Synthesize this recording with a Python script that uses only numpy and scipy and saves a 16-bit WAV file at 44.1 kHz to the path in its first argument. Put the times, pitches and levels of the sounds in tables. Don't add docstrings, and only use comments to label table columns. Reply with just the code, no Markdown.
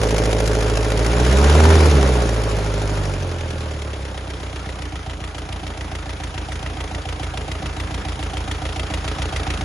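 import sys
import numpy as np
from scipy import signal
from scipy.fft import rfft, irfft, next_fast_len
from scipy.io import wavfile
from scipy.ndimage import uniform_filter1d

SR = 44100
rng = np.random.default_rng(int(sys.argv[2]) if len(sys.argv) > 2 else 0)


def volts_from_decibels(level):
    exponent = np.asarray(level, float) / 20
    return 10 ** exponent


def unload_audio(sound):
    columns = np.transpose(np.atleast_2d(sound))
    steps = np.round(np.clip(columns, -1, 1) * 32767)
    wavfile.write(sys.argv[1], SR, steps.astype(np.int16))


N = 425124
TIME = np.arange(N) / SR

# (time [s], rate [firings/s])
SPEED = [(0.0, 53.97), (0.93, 54.34), (1.22, 60.95), (1.57, 76.95), (1.7, 80.69), (1.85, 75.53),
         (2.0, 67.16), (2.3, 55.97), (2.48, 53.06), (2.92, 51.36), (3.32, 43.05), (3.91, 34.9),
         (4.13, 31.67), (4.85, 30.36), (5.0, 28.13), (8.48, 28.11), (9.11, 28.38), (9.65, 28.07)]
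FIRST_FIRING = .053
IDLE_PER_S = 28

PUSH_IDLE = [(0.056, 0.066), (0.021, 0.12), (0.23, 0.046), (0.2, 0.056)]
PUSH_FAST = [(0.1, 0.45), (0.24, 0.41), (0.093, 0.4), (0.16, 0.5)]
# (frequency [Hz], width [Hz], level [dB])
PIPE = [(78.2, 33, 9.5), (136, 99, 2.5), (253, 140, -18)]

# (frequency [Hz], width [Hz], level from cylinders 1, 2, 3, 4 [dB each])
BLOCK_IDLE = [(299.8, 8.2, -11.5, -0.5, -3.5, -3.5), (362, 55, -22.5, -57, 2.5, -4),
              (427, 22, -13, -59.5, -7.5, -0.5), (567, 96, -15, -23, 5.5, 1),
              (648, 25, -11.5, -2.5, -6.5, -14), (765, 36, -5, 7, -18, -1.5), (1265, 100, -1, 0, 6.5, 5.5),
              (1935, 170, -14, -30, 12, 2.5), (2733, 194, -14, -2, 9, -12), (3323, 140, -1, -38, 6.5, -18),
              (938, 47, -29, -4.5, -1.5, -7)]
BLOCK_FAST = [(308.6, 33.4, -15, -5.5, -22, 6), (350.6, 24, 0, -27, -4.5, -5),
              (410, 31, 0.5, -4.5, 3.5, 2.5), (433, 24, -23, -3, 2.5, -0.5),
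              (484.4, 42.5, -3.5, -7.5, 3, -9), (530, 21.6, 0.5, -11, -1.5, -5), (581.6, 61, 8, -5, 8, 7.5),
              (754, 130, 5, 1, 9.5, 4.5), (970, 410, -9, -20, 16, -14), (1360, 1000, -21, -46, -20, -16)]
# (frequency [Hz], growth [dB per doubling of speed])
ROAR = [(300, -1), (412, 9), (540, -2.5), (760, 7.5), (950, 21), (1400, 0)]
ROAR_FROM_PER_S = 53.6
ROAR_ROUGH = 6

# (multiple, level under the pipe up to the fifth, under the block above it [dB])
HUM = [(3, -12), (4.5, -25), (7.5, -7), (7.75, -7), (9, -8)]
# (frequency [Hz], level [dB])
SING = [(300, 0), (370, -14), (400, 0), (430, 0), (455, -12), (487, 0), (530, -20), (700, -30)]
THROB_AT = 2.9

# (frequency [Hz], level [dB per Hz])
CLATTER_IDLE = [(500, -4.5), (1000, -12.5), (2000, 1.5), (3300, 1), (4500, -5.5), (7000, -10), (10300, -13),
                (11500, -20), (12300, -52)]
CLATTER_FAST = [(500, 3.5), (1000, -8), (2000, -4), (3800, -9.5), (5500, -9.5), (7000, -10.5), (10300, -16),
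                (11500, -10.5), (12300, -73)]
KNOCK_IDLE_DB = [-8, -4, 0, -5]
KNOCK_FAST_DB = [-6, -2.5, 0, -11]

# (frequency [Hz], level [dB per Hz])
WASH = [(30, 20), (60, 16.5), (150, 16), (300, 9.5), (550, 9), (1000, 5.5), (2000, -0.5), (4000, -7.5),
        (7000, -12), (10300, -15), (11500, -17), (12300, -63)]

# (frequency [Hz], decay by 60 dB [s])
ROOM_DB = [(60, -22), (250, -17), (570, -11), (1500, -7), (7000, -10)]
ROOM_T60 = [(100, .4), (1000, .3), (8000, .15)]

# (frequency [Hz], left over right [dB])
PORT_PHASE = [(0, 0), (430, 0), (950, .95), (1600, 0), (2300, 0), (2950, 1.5), (3900, .2), (6000, 0)]
PORT_BALANCE = [(60, -1.2), (300, -1.8), (700, -2.8), (1200, -.5), (2500, .4), (5200, 2.2), (6500, .3),
                (9000, 0)]
# (frequency [Hz], level over the shared noise [dB])
SCATTER_DB = [(60, -22), (250, -15), (570, -7), (900, -3), (1500, 2), (2150, -3), (3300, 2), (4200, -2),
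              (5500, 2), (7000, 0)]
# (frequency [Hz], sum [dB], difference [dB])
STEREO_BANDS = [(5600, 0, 0), (6300, 1, -12), (7000, 1, -10), (7650, -2, 2), (7950, -28, 5), (8800, -28, 5),
                (9050, -2, 2), (9500, 1, -16), (10500, 1, -16), (10900, -2, 2), (11200, -28, 5)]
# (time [s], nearness to the engine [dB], extra nearness to the cylinder head [dB])
HAND = [(0, -1, 9), (.4, -1, 7), (.9, -0.5, 3), (1.3, 1.5, -3), (1.7, 1, 0), (2.2, 0, 1), (2.7, -1, -2.5),
        (3.05, -1, -2.5), (3.3, -2.5, 0), (3.9, -1, -1.5), (4.5, 0.5, -2), (5.2, 0.5, -0.5),
        (6.5, 2.5, -0.5), (8.2, 4, -0.5), (9.0, 5, 1.5), (9.64, 6, 2.5)]

# (level at idle [dB], growth [dB per doubling of speed], share of the head's nearness)
PIPE_LAW = (-30.5, 12.46, 0.13)
BLOCK_LAW = (-39.5, 13.53, 0.53)
CLATTER_LAW = (-44.5, 10.16, 0.7)
WASH_LAW = (-47.5, 11.1, 0.018)
SNAP_DB, SNAP_FULL_PER_S, SURGE_S = 21.5, 0.9, 0.64
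FUEL_DB, BLOCK_FUEL_DB = 3, 0.5


def read(points, hz):
    f, value = np.transpose(points)
    return np.interp(np.log(hz + 1), np.log(f + 1), value)


def coloured(x, gain):
    size = next_fast_len(N + 8192)
    return irfft(rfft(x, size) * gain(np.fft.rfftfreq(size, 1 / SR)), size)[..., :N]


def levelled(x, db):
    power = uniform_filter1d(uniform_filter1d(x ** 2, size=9000), size=9000)
    return volts_from_decibels(db) * x / np.sqrt(abs(power) + 1e-20)


def train(at_s, sizes):
    at = np.round(at_s * SR).astype(int)
    keep = (at >= 0) & (at < N)
    return np.bincount(at[keep], sizes[keep], N)


def engine_speed():
    return np.interp(TIME, *np.transpose(SPEED))


def firing_count():
    return FIRST_FIRING + np.cumsum(engine_speed()) / SR


def firings():
    rate, turns = engine_speed(), firing_count()
    number = np.arange(int(turns[-1]) + 2)
    known_turns = np.r_[turns[0] - 1, turns, turns[-1] + 1]
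    known_s = np.r_[-1 / rate[0], TIME, TIME[-1] + 1 / rate[-1]]
    s = np.interp(number, known_turns, known_s)
    hz = np.interp(s, TIME, rate)
    return s, hz, number % len(PUSH_IDLE), np.clip((hz - 30) / 20, 0, 1)


def pipe(s, hz, cylinder, fast, snap_db):
    mix = fast[:, None]
    sizes = np.array(PUSH_IDLE)[cylinder] * (1 - mix) + np.array(PUSH_FAST)[cylinder] * mix
    sizes = sizes * volts_from_decibels(.5 * rng.standard_normal((len(s), 2)))
    push_s = s + 0.01548 - 0.338 / hz
    snap_s = push_s + (.13 - 0.3 * fast) / hz

    def pulses(at_s, size, width_s):
        return coloured(train(at_s, size), lambda f: np.exp(-(2 * np.pi * f * width_s) ** 2 / 2))

    def modes(f):
        return sum(volts_from_decibels(db) * 1j * f * width / (peak ** 2 - f ** 2 + 1j * f * width)
                   for peak, width, db in PIPE)

    push = pulses(push_s, sizes[:, 0], .0023)
    snap = pulses(snap_s, sizes[:, 1], .0017)
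    return coloured(push + volts_from_decibels(snap_db) * snap, modes)


def block(s, hz, cylinder):
    t, out = np.arange(8000) / SR, np.zeros(N)
    fast = np.clip((hz - 28.5) / 6, 0, 1)
    revs = np.log2(hz / ROAR_FROM_PER_S)
    rough = 1 + ROAR_ROUGH * np.maximum(revs, 0)
    idle = BLOCK_IDLE, 1 - fast, -.005, .0003, 1.5, False
    revved = BLOCK_FAST, fast, -.002, .00005, .8, True
    for modes, share, lag_s, jitter_s, scatter_db, roars in (idle, revved):
        for peak, width, *by_cylinder_db in modes:
            chance = rng.standard_normal((len(s), 2))
            ring = np.exp(-np.pi * width * t) * (1 - np.exp(-t / 0.0013)) * np.sin(2 * np.pi * peak * t)
            strike_db = np.array(by_cylinder_db)[cylinder] + scatter_db * chance[:, 0]
            if roars:
                strike_db = strike_db + np.maximum(revs, -.15) * read(ROAR, peak)
            strike_s = s + lag_s + jitter_s * rough * chance[:, 1]
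            out += signal.oaconvolve(train(strike_s, share * volts_from_decibels(strike_db)), ring)[:N]
    return out


def hum(pipe_db, block_db):
    rate, out = engine_speed(), np.zeros(N)
    angle = 2 * np.pi * (firing_count() - THROB_AT)
    for multiple, db in HUM:
        waver_db = 2.5 * np.interp(TIME, np.linspace(0, TIME[-1], num=60), rng.standard_normal(60))
        under_db = block_db if multiple > 5 else pipe_db
        out += volts_from_decibels(under_db + db + waver_db + read(SING, multiple * rate)) * np.cos(multiple * angle)
    return out * np.clip((rate - 38) / 14, 0, 1)


def clatter(s, cylinder, fast):
    out, t = np.zeros((3, N)), np.arange(2500) / SR
    idle = CLATTER_IDLE, KNOCK_IDLE_DB, 1 - fast, -.0065, .005
    revved = CLATTER_FAST, KNOCK_FAST_DB, fast, -.004, .0035
    for colour, knock_db, share, lag_s, decay_s in (idle, revved):
        chance = rng.standard_normal((len(s), 3))
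        sizes = share * volts_from_decibels(np.array(knock_db)[cylinder] + 1.0 * chance[:, 0])
        hits = train(s + lag_s + .0004 * chance[:, 1], sizes)
        hits += train(s + lag_s + 0.0048 + 0.0032 * chance[:, 2], .5 * sizes)
        burst = (1 - np.exp(-t / 0.0029)) * np.exp(-t / decay_s)
        shape = signal.oaconvolve(hits, burst)[:N]
        crackle_db = 7.0 * uniform_filter1d(rng.standard_normal(N), size=30)
        grit = rng.standard_normal((3, N)) * volts_from_decibels(crackle_db)
        out += coloured(shape * grit, lambda f: volts_from_decibels(read(colour, f)))
    return out


def wash():
    frames, hz = N // 128 + 8, np.fft.rfftfreq(512, 1 / SR)
    patches = rng.standard_normal((frames, len(hz))).T
    patches = uniform_filter1d(uniform_filter1d(patches, size=8, axis=0), size=10, axis=1)
    flicker = uniform_filter1d(rng.standard_normal(frames), size=2)
    white = rng.standard_normal((3, frames * 128))
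    z = signal.stft(white, nperseg=512, noverlap=384)[2][..., :frames]
    z = z * volts_from_decibels(1.74 * patches / patches.std() + 1.23 * flicker * (hz[:, None] > 900))
    noise = signal.istft(z, nperseg=512, noverlap=384)[1][:, :N]
    noise = coloured(noise, lambda f: volts_from_decibels(read(WASH, f)))
    upper = coloured(noise[0], lambda f: (f > 1500) & (f < 7500))
    return noise / upper.std()


def workshop(x):
    taps = np.zeros((2, SR // 2))
    at = np.arange(40, SR // 2 - 20, 20) + rng.integers(0, 20, (2, (SR // 2 - 41) // 20))
    np.put_along_axis(taps, at, rng.choice([-1., 1.], at.shape), 1)
    hz, t, z = signal.stft(taps, SR, nperseg=256)
    z = z * volts_from_decibels(-60 * t / read(ROOM_T60, hz)[:, None])
    z /= np.sqrt((abs(z) ** 2).sum(2, keepdims=True))
    tail = signal.istft(z, SR, nperseg=256)[1]
    wet = signal.fftconvolve(x[None], tail / np.linalg.norm(tail[0]), axes=1)[:, :N]
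    return coloured(wet, lambda f: volts_from_decibels(read(ROOM_DB, f)))


def loudness():
    octaves = np.log2(engine_speed() / IDLE_PER_S)
    s, *columns = np.transpose(HAND)
    near_db, head_db = (np.interp(TIME, s, c) for c in columns)

    def fader(idle_db, slope_db, share):
        return idle_db + slope_db * octaves + near_db + share * head_db

    surge = np.gradient(octaves) * SR * np.log(2)
    span = int(SURGE_S * SR)
    fuel = uniform_filter1d(surge, size=span)
    block_db = fader(*BLOCK_LAW) + BLOCK_FUEL_DB * fuel
    clatter_db = fader(*CLATTER_LAW) + FUEL_DB * fuel
    snap_db = SNAP_DB * np.tanh(uniform_filter1d(abs(surge), size=span) / SNAP_FULL_PER_S)
    return fader(*PIPE_LAW), block_db, clatter_db, fader(*WASH_LAW), snap_db


def scene():
    pipe_db, block_db, clatter_db, wash_db, snap_db = loudness()
    s, hz, cylinder, fast = firings()
    noisy = levelled(clatter(s, cylinder, fast), clatter_db) + wash() * volts_from_decibels(wash_db)
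    engine = levelled(pipe(s, hz, cylinder, fast, snap_db), pipe_db)
    engine += levelled(block(s, hz, cylinder), block_db)
    engine += noisy[0] + hum(pipe_db, block_db)
    own = coloured(noisy[1:], lambda f: volts_from_decibels(read(SCATTER_DB, f)))
    side = np.array([[.5], [-.5]])
    direct = coloured(engine, lambda f: np.exp(1j * side * np.interp(f, *np.transpose(PORT_PHASE))))
    return coloured(direct + own + workshop(engine), lambda f: volts_from_decibels(side * read(PORT_BALANCE, f)))


def band_limit(x):
    return signal.sosfilt(signal.butter(12, 12240, fs=SR, output="sos"), x)


def record(dry):
    f, t, z = signal.stft([dry[0] + dry[1], dry[0] - dry[1]], SR, nperseg=1024, noverlap=768)
    treble = f > 3000
    shift, depth = uniform_filter1d(rng.standard_normal((2, len(t))), size=4)
    hz, *comb_db = np.transpose(STEREO_BANDS)
    comb = np.array([np.interp(f[:, None] * (1 + .03 * shift), hz, c) for c in comb_db])
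    hiss_db = 10 * np.log10((abs(z[0, treble]) ** 2).mean(0) + 1e-20)
    knock_db = uniform_filter1d(hiss_db, size=5) - uniform_filter1d(hiss_db, size=60)
    comb *= np.where(comb < -8, np.clip(1.3 + .5 * depth - .35 * knock_db, .15, 2), 1)
    thinning = uniform_filter1d(uniform_filter1d(rng.standard_normal(z.shape), size=7, axis=1), size=7, axis=2)
    hollow = (thinning > 2.0 * thinning.std()) & treble[:, None]
    z = z * volts_from_decibels(comb - 36 * hollow)
    both, apart = signal.istft(z, SR, nperseg=1024, noverlap=768)[1][:, :N] / 2
    rumble_cut = signal.butter(4, 45, "high", fs=SR, output="sos")
    x = signal.sosfilt(rumble_cut, [both + apart, both - apart])
    x = x / (1 + abs(x / .97) ** 8) ** (1 / 8)
    return band_limit(x)


dry = scene()
out = record(dry)
unload_audio(out)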